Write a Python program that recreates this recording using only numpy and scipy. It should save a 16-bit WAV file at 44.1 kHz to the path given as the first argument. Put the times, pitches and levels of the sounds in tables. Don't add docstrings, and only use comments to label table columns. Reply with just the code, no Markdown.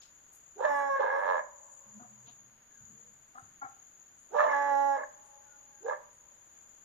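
import sys
import numpy as np
from scipy import signal
from scipy.fft import rfft, irfft
from scipy.io import wavfile
from scipy.ndimage import uniform_filter1d

SR = 44100
rng = np.random.default_rng(int(sys.argv[2]) if len(sys.argv) > 2 else 0)


def gain_from_db(level_db):
    decades = np.asarray(level_db, float) / 20
    return 10 ** decades


def waveform_to_disk(signal):
    frames = np.transpose(np.atleast_2d(signal))
    scaled = np.clip(frames, -1, 1) * 32767
    samples = np.round(scaled).astype(np.int16)
    wavfile.write(sys.argv[1], SR, samples)


N = 301644

PORT_LAG_S = 0.00061


def rms_one(x):
    return x / np.sqrt(np.mean(x ** 2) + 1e-20)


def in_time(rows, t):
    s, *columns = np.transpose(rows)
    return [np.interp(t, s, c) for c in columns]


def at_hz(points, hz):
    curve = np.array(points)
    return np.interp(np.log(hz), np.log(curve[:, 0]), curve[:, 1])


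def add(out, x, s):
    i = max(round(s * SR), 0)
    out[..., i:i + x.shape[-1]] += x[..., :N - i]


def late(x, s):
    return np.interp(np.arange(N) - s * SR, np.arange(N), x, left=0)


def band(x, low_hz, high_hz, order=2):
    return signal.sosfilt(signal.butter(order, [low_hz, high_hz], "band", fs=SR, output="sos"), x)


def drift(rate, count=N):
    knots = rng.standard_normal(int(count * 2 * rate / SR) + 3)
    steps = np.arange(count) * 2 * rate / SR
    return np.interp(steps, np.arange(len(knots)), knots) * np.sqrt(3 / 2)


def air(level_db=-67.5, patchy_db=.5):
    # frequency in Hz, spectral level in dB before the whole is scaled.
    colour = [(30, -12), (55, -10), (180, -13.5), (440, -14.5), (560, -13.5), (1400, -14), (2600, -19.5),
              (4350, -25.5), (6000, -30), (8200, -31.5), (10500, -29.5), (13500, -29.5)]
    # frequency in Hz, left-right likeness from 0 to 1.
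    likeness = [(60, .998), (300, 0.98), (700, 0.11), (1500, .3), (4000, 0.11)]
    # frequency in Hz, left minus right in dB.
    balance = [(300, -0.5), (1500, -4.5), (8000, 2.5)]
    hz = np.fft.rfftfreq(N, 1 / SR) + 1
    shared, left, right = rfft(rng.standard_normal((3, N))) * gain_from_db(at_hz(colour, hz))
    sides = gain_from_db(np.outer([.5, -.5], at_hz(balance, hz)))
    alike = np.clip(at_hz(likeness, hz), 0, 1)
    own = np.sqrt(1 - alike) * np.array([left, right])
    lag = np.exp(-2j * np.pi * np.outer([PORT_LAG_S, 0], hz))
    out = irfft(sides * (own + np.sqrt(alike) * shared * lag), N)
    return gain_from_db(level_db + patchy_db * drift(2.015)) * rms_one(out)


def cicadas(throb_hz=38.3, depth=0.19, flicker_db=0.5):
    # time in seconds, level of the lower singers in dB before the side balance,
    # higher singer above them in dB.
    singers = [(0.0, -61, -20), (0.05, -64.5, -4.5), (0.8, -64.5, -1.5), (1.14, -73, -7.5), (1.33, -65, -8),
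               (1.62, -62, 2), (2.36, -61.5, -3), (2.57, -68.5, -14), (2.88, -59, -5), (3.26, -66, -3),
               (3.89, -61, -8), (4.17, -64.5, -5), (5.87, -62, -7), (5.96, -65, -10.5), (6.63, -63, -1.5),
               (6.84, -64, -5)]
    t, out = np.arange(N) / SR, 0
    low_db, above_db = in_time(singers, t)
    resonances = [(6669, 124, low_db - 1.5), (6748, 170, low_db - 2.5),
                  (7073, 94, low_db + above_db), (13320, 500, low_db - 25.0)]
    for hz, width, db in resonances:
        beat = 2 * np.pi * np.cumsum(throb_hz * (1 + 0.037 * drift(2.3))) / SR
        noise = band(rng.standard_normal((2, N)), hz - width / 2, hz + width / 2)
        noise[1] += 0.11 * noise[0]
        throb = 1 + depth * np.sin(beat) + depth * 0.24 * np.sin(2 * beat)
        out = out + gain_from_db(db + flicker_db * drift(4.5)) * rms_one(noise) * throb
    return out * gain_from_db([[4.5], [-1.5]])


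def grainy_bursts(rows):
    out, t = np.zeros((2, N)), np.arange(int(.4 * SR)) / SR
    for s, db, low_hz, high_hz, time_scale in rows:
        grains = rng.standard_normal((2, len(t))) * gain_from_db(2.0 * drift(150, len(t)))
        noise = band(grains, low_hz, high_hz)
        swell = t / time_scale * np.exp(2 - 2 * t / time_scale)
        add(out, gain_from_db(db) * rms_one(noise) * swell * gain_from_db([[3.0], [-3.0]]), s)
    return out


def rustles():
    # start in seconds, level in dB before envelope and side balance, lowest Hz, highest Hz,
    # time scale of the envelope in seconds.
    rustle_rows = [(.01, -64.5, 2900, 6000, 0.047), (.32, -65.5, 7500, 14700, 0.045),
                   (1.14, -79, 8770, 9600, 0.15), (2.258, -67, 2510, 4230, 0.042)]
    return grainy_bursts(rustle_rows)


def rasp(jitter=.3, spread_db=5.5, fourth_db=-12):
    # time in seconds, mean pulses per second, level in dB,
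    # beak brightness as 3rd resonance above the 1st in dB, roughness from 0 to 1.
    calls = [
        [(.555, 92.4, -63.5, -23.5, 0.38), (.6, 65, -36.5, -18, 0.69), (.65, 75, -27, -7.5, 0.75),
         (.72, 81.7, -46.5, -1.5, 0.86), (.93, 94, -57, 4.5, 0.99), (1.01, 98.4, -33, -6.5, 0.65),
         (1.1, 87.8, -35.5, 0, 0.26), (1.17, 92, -37.5, -3, .35), (1.24, 91, -36, -2.5, 0.18),
         (1.3, 93.5, -28.5, -7.5, 0.04), (1.38, 80, -34.5, -4.5, .12), (1.41, 82, -40, 1, 0.37)],
        [(4.295, 89, -68.5, -20, .7), (4.34, 63.7, -35.5, -17.5, 0.71), (4.39, 70.7, -28.5, -5.5, 0.59),
         (4.44, 76.7, -26, -13, 0.61), (4.49, 72.6, -34.5, -2.5, 0.82), (4.56, 83, -48.5, 2, .8),
         (4.7, 90, -52.5, -0.5, .9), (4.93, 94, -63, -1, 0.92), (4.99, 89.5, -37, -7.5, .6),
         (5.04, 80, -46.5, 4, .6)],
        [(5.8, 95, -70, -18.5, 0.97), (5.84, 74.3, -51.5, -21, .8), (5.865, 64.7, -40.5, -15.5, .7),
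         (5.9, 78, -36, -6, .55), (5.94, 72.7, -40.5, -5.5, 0.48), (5.97, 69, -59, 4, 0.63)],
    ]
    # frequency in Hz before the pitch ratio, width in Hz,
    # share of the throat's movement (exponent of the ratio).
    throat = [(585, 95, 1), (980, 250, 1), (1680, 150, .45), (2060, 240, .45)]
    # seconds after the start, throat pitch ratio before tension.
    opening = [(0, .64), (.025, 0.793), (.05, .92), (.09, 1.057), (.13, 1.1), (.19, 1.007), (.45, 0.945),
               (.75, 1.012)]
    tensions = [1.0, 1, 0.93]
    out, t = np.zeros(N), np.arange(1600) / SR
    for call, tension in zip(calls, tensions):
        s, pulses = call[0][0], np.zeros(N)
        while s < call[-1][0]:
            rate, db, third_db, rough = in_time(call, s)
            ratio = tension * in_time(opening, s - call[0][0])[0]
            second_db = 4 + .37 * third_db
            rough = np.clip(rough, 0, 1)
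            puff = rng.standard_normal(900) * np.exp(-t[:900] * rate / (1.1 + rough))
            push = np.sqrt(rough) * rms_one(puff) / np.sqrt(len(puff))
            push[0] = np.sqrt(1 - rough)
            ring = 0
            levels_db = (0, second_db, third_db, third_db + fourth_db)
            for (hz, width, share), level_db in zip(throat, levels_db):
                swell = t * np.exp(-np.pi * width * t)
                tone = rms_one(swell * np.sin(2 * np.pi * hz * ratio ** share * t))
                ring = ring + gain_from_db(level_db + rough * spread_db * rng.standard_normal()) * tone
            ring = band(ring, .75 * ratio * throat[0][0], 2400, order=4)
            add(pulses, signal.fftconvolve(push, ring) * np.sqrt(SR / rate / len(t)), s)
            s += (1 + jitter * rough * np.clip(rng.standard_normal(), -2, 2)) / rate
        time = np.arange(N) / SR
        dying_db = 600 * np.maximum(time - call[-1][0], 0)
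        out += pulses * gain_from_db(in_time(call, time)[1] - dying_db)
    return out


def clear_voice(waver=0.002, fade_s=.03, fourth_gains=.35):
    # time in seconds, mean pitch in Hz, level in dB before the harmonics' own,
    # odd harmonics in dB, brightness in dB per octave.
    stretches = [
        [(.68, 288.5, -30.5, -8, 1), (.715, 288, -30.5, 4.5, -4.5), (.78, 282.1, -30, -5.5, 4),
         (.885, 278.8, -34, -2.5, 0.5), (.905, 276.5, -30.5, -28.5, -3), (.96, 273, -32.5, -26, 3.5)],
        [(1.13, 276, -34.5, -18.5, -1.5), (1.19, 278.2, -35.5, -17, -2)],
        [(4.37, 293, -30.5, -12.5, -7.5), (4.42, 301.7, -37, -4, -19), (4.48, 294.9, -35, 2, -1.5),
         (4.54, 283.6, -29, -2, 3), (4.66, 283.3, -33, 1, 3.5), (4.72, 279.9, -31.5, 3.5, -2),
         (4.9, 279.1, -33, 4, -4), (4.96, 275.2, -32, -2, -1)],
    ]
    # harmonic number, own level in dB.
    overtones = [(1, -24), (2, -0.5), (3, 2), (4, -7), (5, -19), (6, -9.5), (7, -17), (8, -28.5),
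                 (9, -41.5), (10, -39.5), (11, -44.5), (12, -42.5), (14, -40.5)]
    # start in seconds, length in seconds,
    # greatest phase shift in radians.
    doubling = [(0.796, 0.06, 0.042), (4.54, 0.19, 0.08)]
    out = np.zeros(N)
    for call in stretches:
        t = np.arange(call[0][0] - fade_s, call[-1][0] + fade_s, 1 / SR)
        hz, db, odd_db, tilt_db = in_time(call, t)
        phase = 2 * np.pi * np.cumsum(hz * (1 + waver * drift(21.65, len(t)))) / SR
        shift = 0
        for s, length, most in doubling:
            shift = shift + most * np.abs(np.sin(np.pi * np.clip((t - s) / length, 0, 1))) ** .5
        phase = phase + shift * np.sin(phase / 2)
        tone = 0
        for k, own_db in overtones:
            k = round(k)
            lean = np.log2(min(k, 6) / 3) * (k > 1)
            odd_share = k % 2 - fourth_gains * (k == 4)
            level = db + own_db + odd_db * odd_share + tilt_db * lean
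            tone = tone + gain_from_db(level) * np.sin(k * phase + rng.uniform(0, 2 * np.pi))
        fade = np.clip(np.minimum(t - t[0], t[-1] - t) / fade_s, 0, 1)
        add(out, np.sqrt(2) * tone * fade, t[0])
    return out


def beak_edge(clear, rough, pulsing=.8, steady=.9, effort_db=-30):
    # lowest Hz, highest Hz, level with the rasp in dB and with the clear voice in dB
    # (scaling the jet at effort_db, before the side balance), growth in dB per dB of effort.
    hiss_bands = [(2280, 4040, -70, -79, 1.5), (5270, 6500, -78, -75, 1.0), (9600, 15000, -92, -83.5, 1.5)]

    def running_size(x):
        return np.sqrt(np.abs(uniform_filter1d(x ** 2, size=3000)) + 1e-9)

    voice = clear + rough
    size, clear_size, rough_size = running_size(voice), running_size(clear), running_size(rough)
    swing = np.maximum(voice / size, 0) ** 2
    closing = np.tanh(15 * clear / size - 5)
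    air_jet = rng.standard_normal((2, N)) * (1 + pulsing * swing)
    singing, out = clear_size > gain_from_db(-45), 0
    for low_hz, high_hz, rasp_db, clear_db, growth in hiss_bands:
        jet = band(air_jet, low_hz, high_hz, order=4)
        edge = band(closing, low_hz, high_hz, order=4)
        rasp_part = gain_from_db(rasp_db) * (rough_size / gain_from_db(effort_db)) ** growth
        clear_part = gain_from_db(clear_db) * (clear_size / gain_from_db(effort_db)) ** growth
        effort = np.hypot(rasp_part, clear_part)
        out = out + effort * (rms_one(jet) + steady * edge / edge[singing].std())
    return out * gain_from_db([[2.0], [0.0]])


def chest(voice, chest_db=-40):
    effort = np.sqrt(uniform_filter1d(voice ** 2, size=1500) + 1e-12)
    return gain_from_db(chest_db) * effort * rms_one(band(rng.standard_normal(N), 190, 340))


def caller_at_ports(caller):
    # delay in seconds, level in dB.
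    left_copies = [(.00007, -12), (.00066, -8), (.00238, -8)]
    left = sum(gain_from_db(db) * late(caller, s) for s, db in left_copies)
    return np.array([left, caller])


def yard(x, dull_hz=3500):
    t = np.arange(int(1.6 * SR)) / SR
    near_db, near_t60 = -8.5, 0.34
    far_db, far_t60, far_s = -43.5, 2.5, 0.33
    clumps = gain_from_db(3 * drift(15, len(t)))
    near = rng.standard_normal((2, len(t))) * clumps * 1000 ** (-t / near_t60) * (t > .008)
    far = band(rng.standard_normal((2, len(t))), 480, 1750, order=1) * clumps * 1000 ** (-t / far_t60)
    far = far * np.clip(t / far_s, 0, 1) ** 2
    tail = (gain_from_db(near_db) * rms_one(near) + gain_from_db(far_db) * rms_one(far)) / np.sqrt(len(t))
    dull = signal.lfilter(*signal.butter(2, dull_hz, fs=SR), x)
    return signal.fftconvolve(dull[None], tail, axes=1)[:, :N]


def katydid():
    # start in seconds, level in dB before envelope and side balance.
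    chirps = [(0.737, -69.5), (1.701, -76), (3.36, -78.5), (4.179, -76.5), (5.229, -77.5), (6.12, -79)]
    return grainy_bursts([(s, db, 8300, 9900, .06) for s, db in chirps])


def hum(roundness=0.31):
    # start in seconds, length in seconds, mean frequency in Hz, mean level in dB before the swell.
    swells = [(1.849, .5, 123.4, -68.5), (1.858, 0.37, 216.3, -64.5), (2.199, 0.52, 209, -79.5),
              (2.24, .09, 434, -67.5), (2.354, 0.28, 125, -77), (2.739, 0.41, 215.2, -73.5),
              (2.77, 0.5, 125, -80), (2.9, .24, 463, -75)]
    out = np.zeros(N)
    for s, length, hz, db in swells:
        u = np.linspace(0, 1, int(length * SR))
        wavering = hz * (1 + 0.03025 * drift(2.28, len(u)))
        swell = np.abs(np.sin(np.pi * u)) ** roundness * gain_from_db(db + 3.6 * drift(24.59, len(u)))
        add(out, np.sqrt(2) * swell * np.sin(2 * np.pi * np.cumsum(wavering) / SR), s)
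    return out


def clucks(waver=.025, attack_s=0.0074, sag_db_per_s=60):
    # start in seconds, level in dB before sag and side balance, mean pitch in Hz,
    # length in seconds, brightness in dB per octave.
    notes = [(1.995, -54, 246.8, 0.069, -4.5), (2.269, -61.5, 236, 0.044, -5.5),
             (3.346, -48.5, 256.4, 0.069, -1.5), (3.613, -40.5, 269, 0.059, 4)]
    # frequency in Hz, throat response in dB before the note is scaled.
    response = [(240, -8), (500, -18.5), (780, 5), (1050, -3), (1350, 4.5), (1700, -6), (2200, -19.5)]
    out = np.zeros(N)
    for s, db, hz, length, tilt_db in notes:
        t = np.arange(0, length, 1 / SR)
        phase = 2 * np.pi * np.cumsum(hz * (1 + waver * drift(81, len(t)))) / SR
        note = 0
        for k in range(1, 9):
            level_db = at_hz(response, k * hz) + tilt_db * np.log2(k / 3) + 5.9 * drift(90, len(t))
            note = note + gain_from_db(level_db) * np.sin(k * phase)
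        fade = np.clip(np.minimum(t, t[-1] - t) / attack_s, 0, 1)
        add(out, gain_from_db(db - sag_db_per_s * t) * rms_one(note) * fade, s)
    return out


def far_bird():
    # start in seconds, length in seconds, first Hz, last Hz, peak level in dB.
    whistles = [(2.7, 0.1, 1740, 1620, -69), (2.77, 0.058, 1480, 1482, -68.5),
                (5.404, 0.063, 1600, 1571, -73), (5.443, 0.1393, 1490, 1430, -68),
                (5.697, 0.18, 1730, 1530, -71.5)]
    out = np.zeros(N)
    for s, length, first_hz, last_hz, db in whistles:
        u = np.linspace(0, 1, int(length * SR))
        hz = last_hz + (first_hz - last_hz) * (1 - u) ** 2
        add(out, gain_from_db(db) * np.sin(np.pi * u) ** .5 * np.sin(2 * np.pi * np.cumsum(hz) / SR), s)
    return out


def thumps():
    # start in seconds, level in dB before the decay, frequency in Hz about which the band lies.
    pushes = [(2.8, -62, 92.5), (2.899, -62.5, 150), (3.419, -60.5, 113), (3.64, -64.5, 98)]
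    out, t = np.zeros((2, N)), np.arange(int(.4 * SR)) / SR
    for s, db, hz in pushes:
        noise = band(rng.standard_normal(len(t)), hz * 0.71, hz * 1.55)
        add(out, gain_from_db(db) * rms_one(noise) * np.exp(-t / 0.064), s)
    return out


def scene():
    clear, rough, hen, bird, low = clear_voice(), rasp(), clucks(), far_bird(), hum()
    caller = clear + rough
    near = caller_at_ports(caller) + beak_edge(clear, rough) + chest(caller)
    centre = np.array([late(bird + low, PORT_LAG_S), bird + low])
    second = np.array([gain_from_db(2) * hen, gain_from_db(-2) * late(hen, .0003)])
    insects = cicadas() + katydid()
    echo = yard(caller + hen + gain_from_db(8) * bird)
    return near + second + centre + insects + rustles() + thumps() + air() + echo


def low_pass(x):
    return signal.sosfilt(signal.butter(12, 14410, fs=SR, output="sos"), x)


def record(dry):
    return low_pass(dry)


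dry = scene()
out = record(dry)
waveform_to_disk(out)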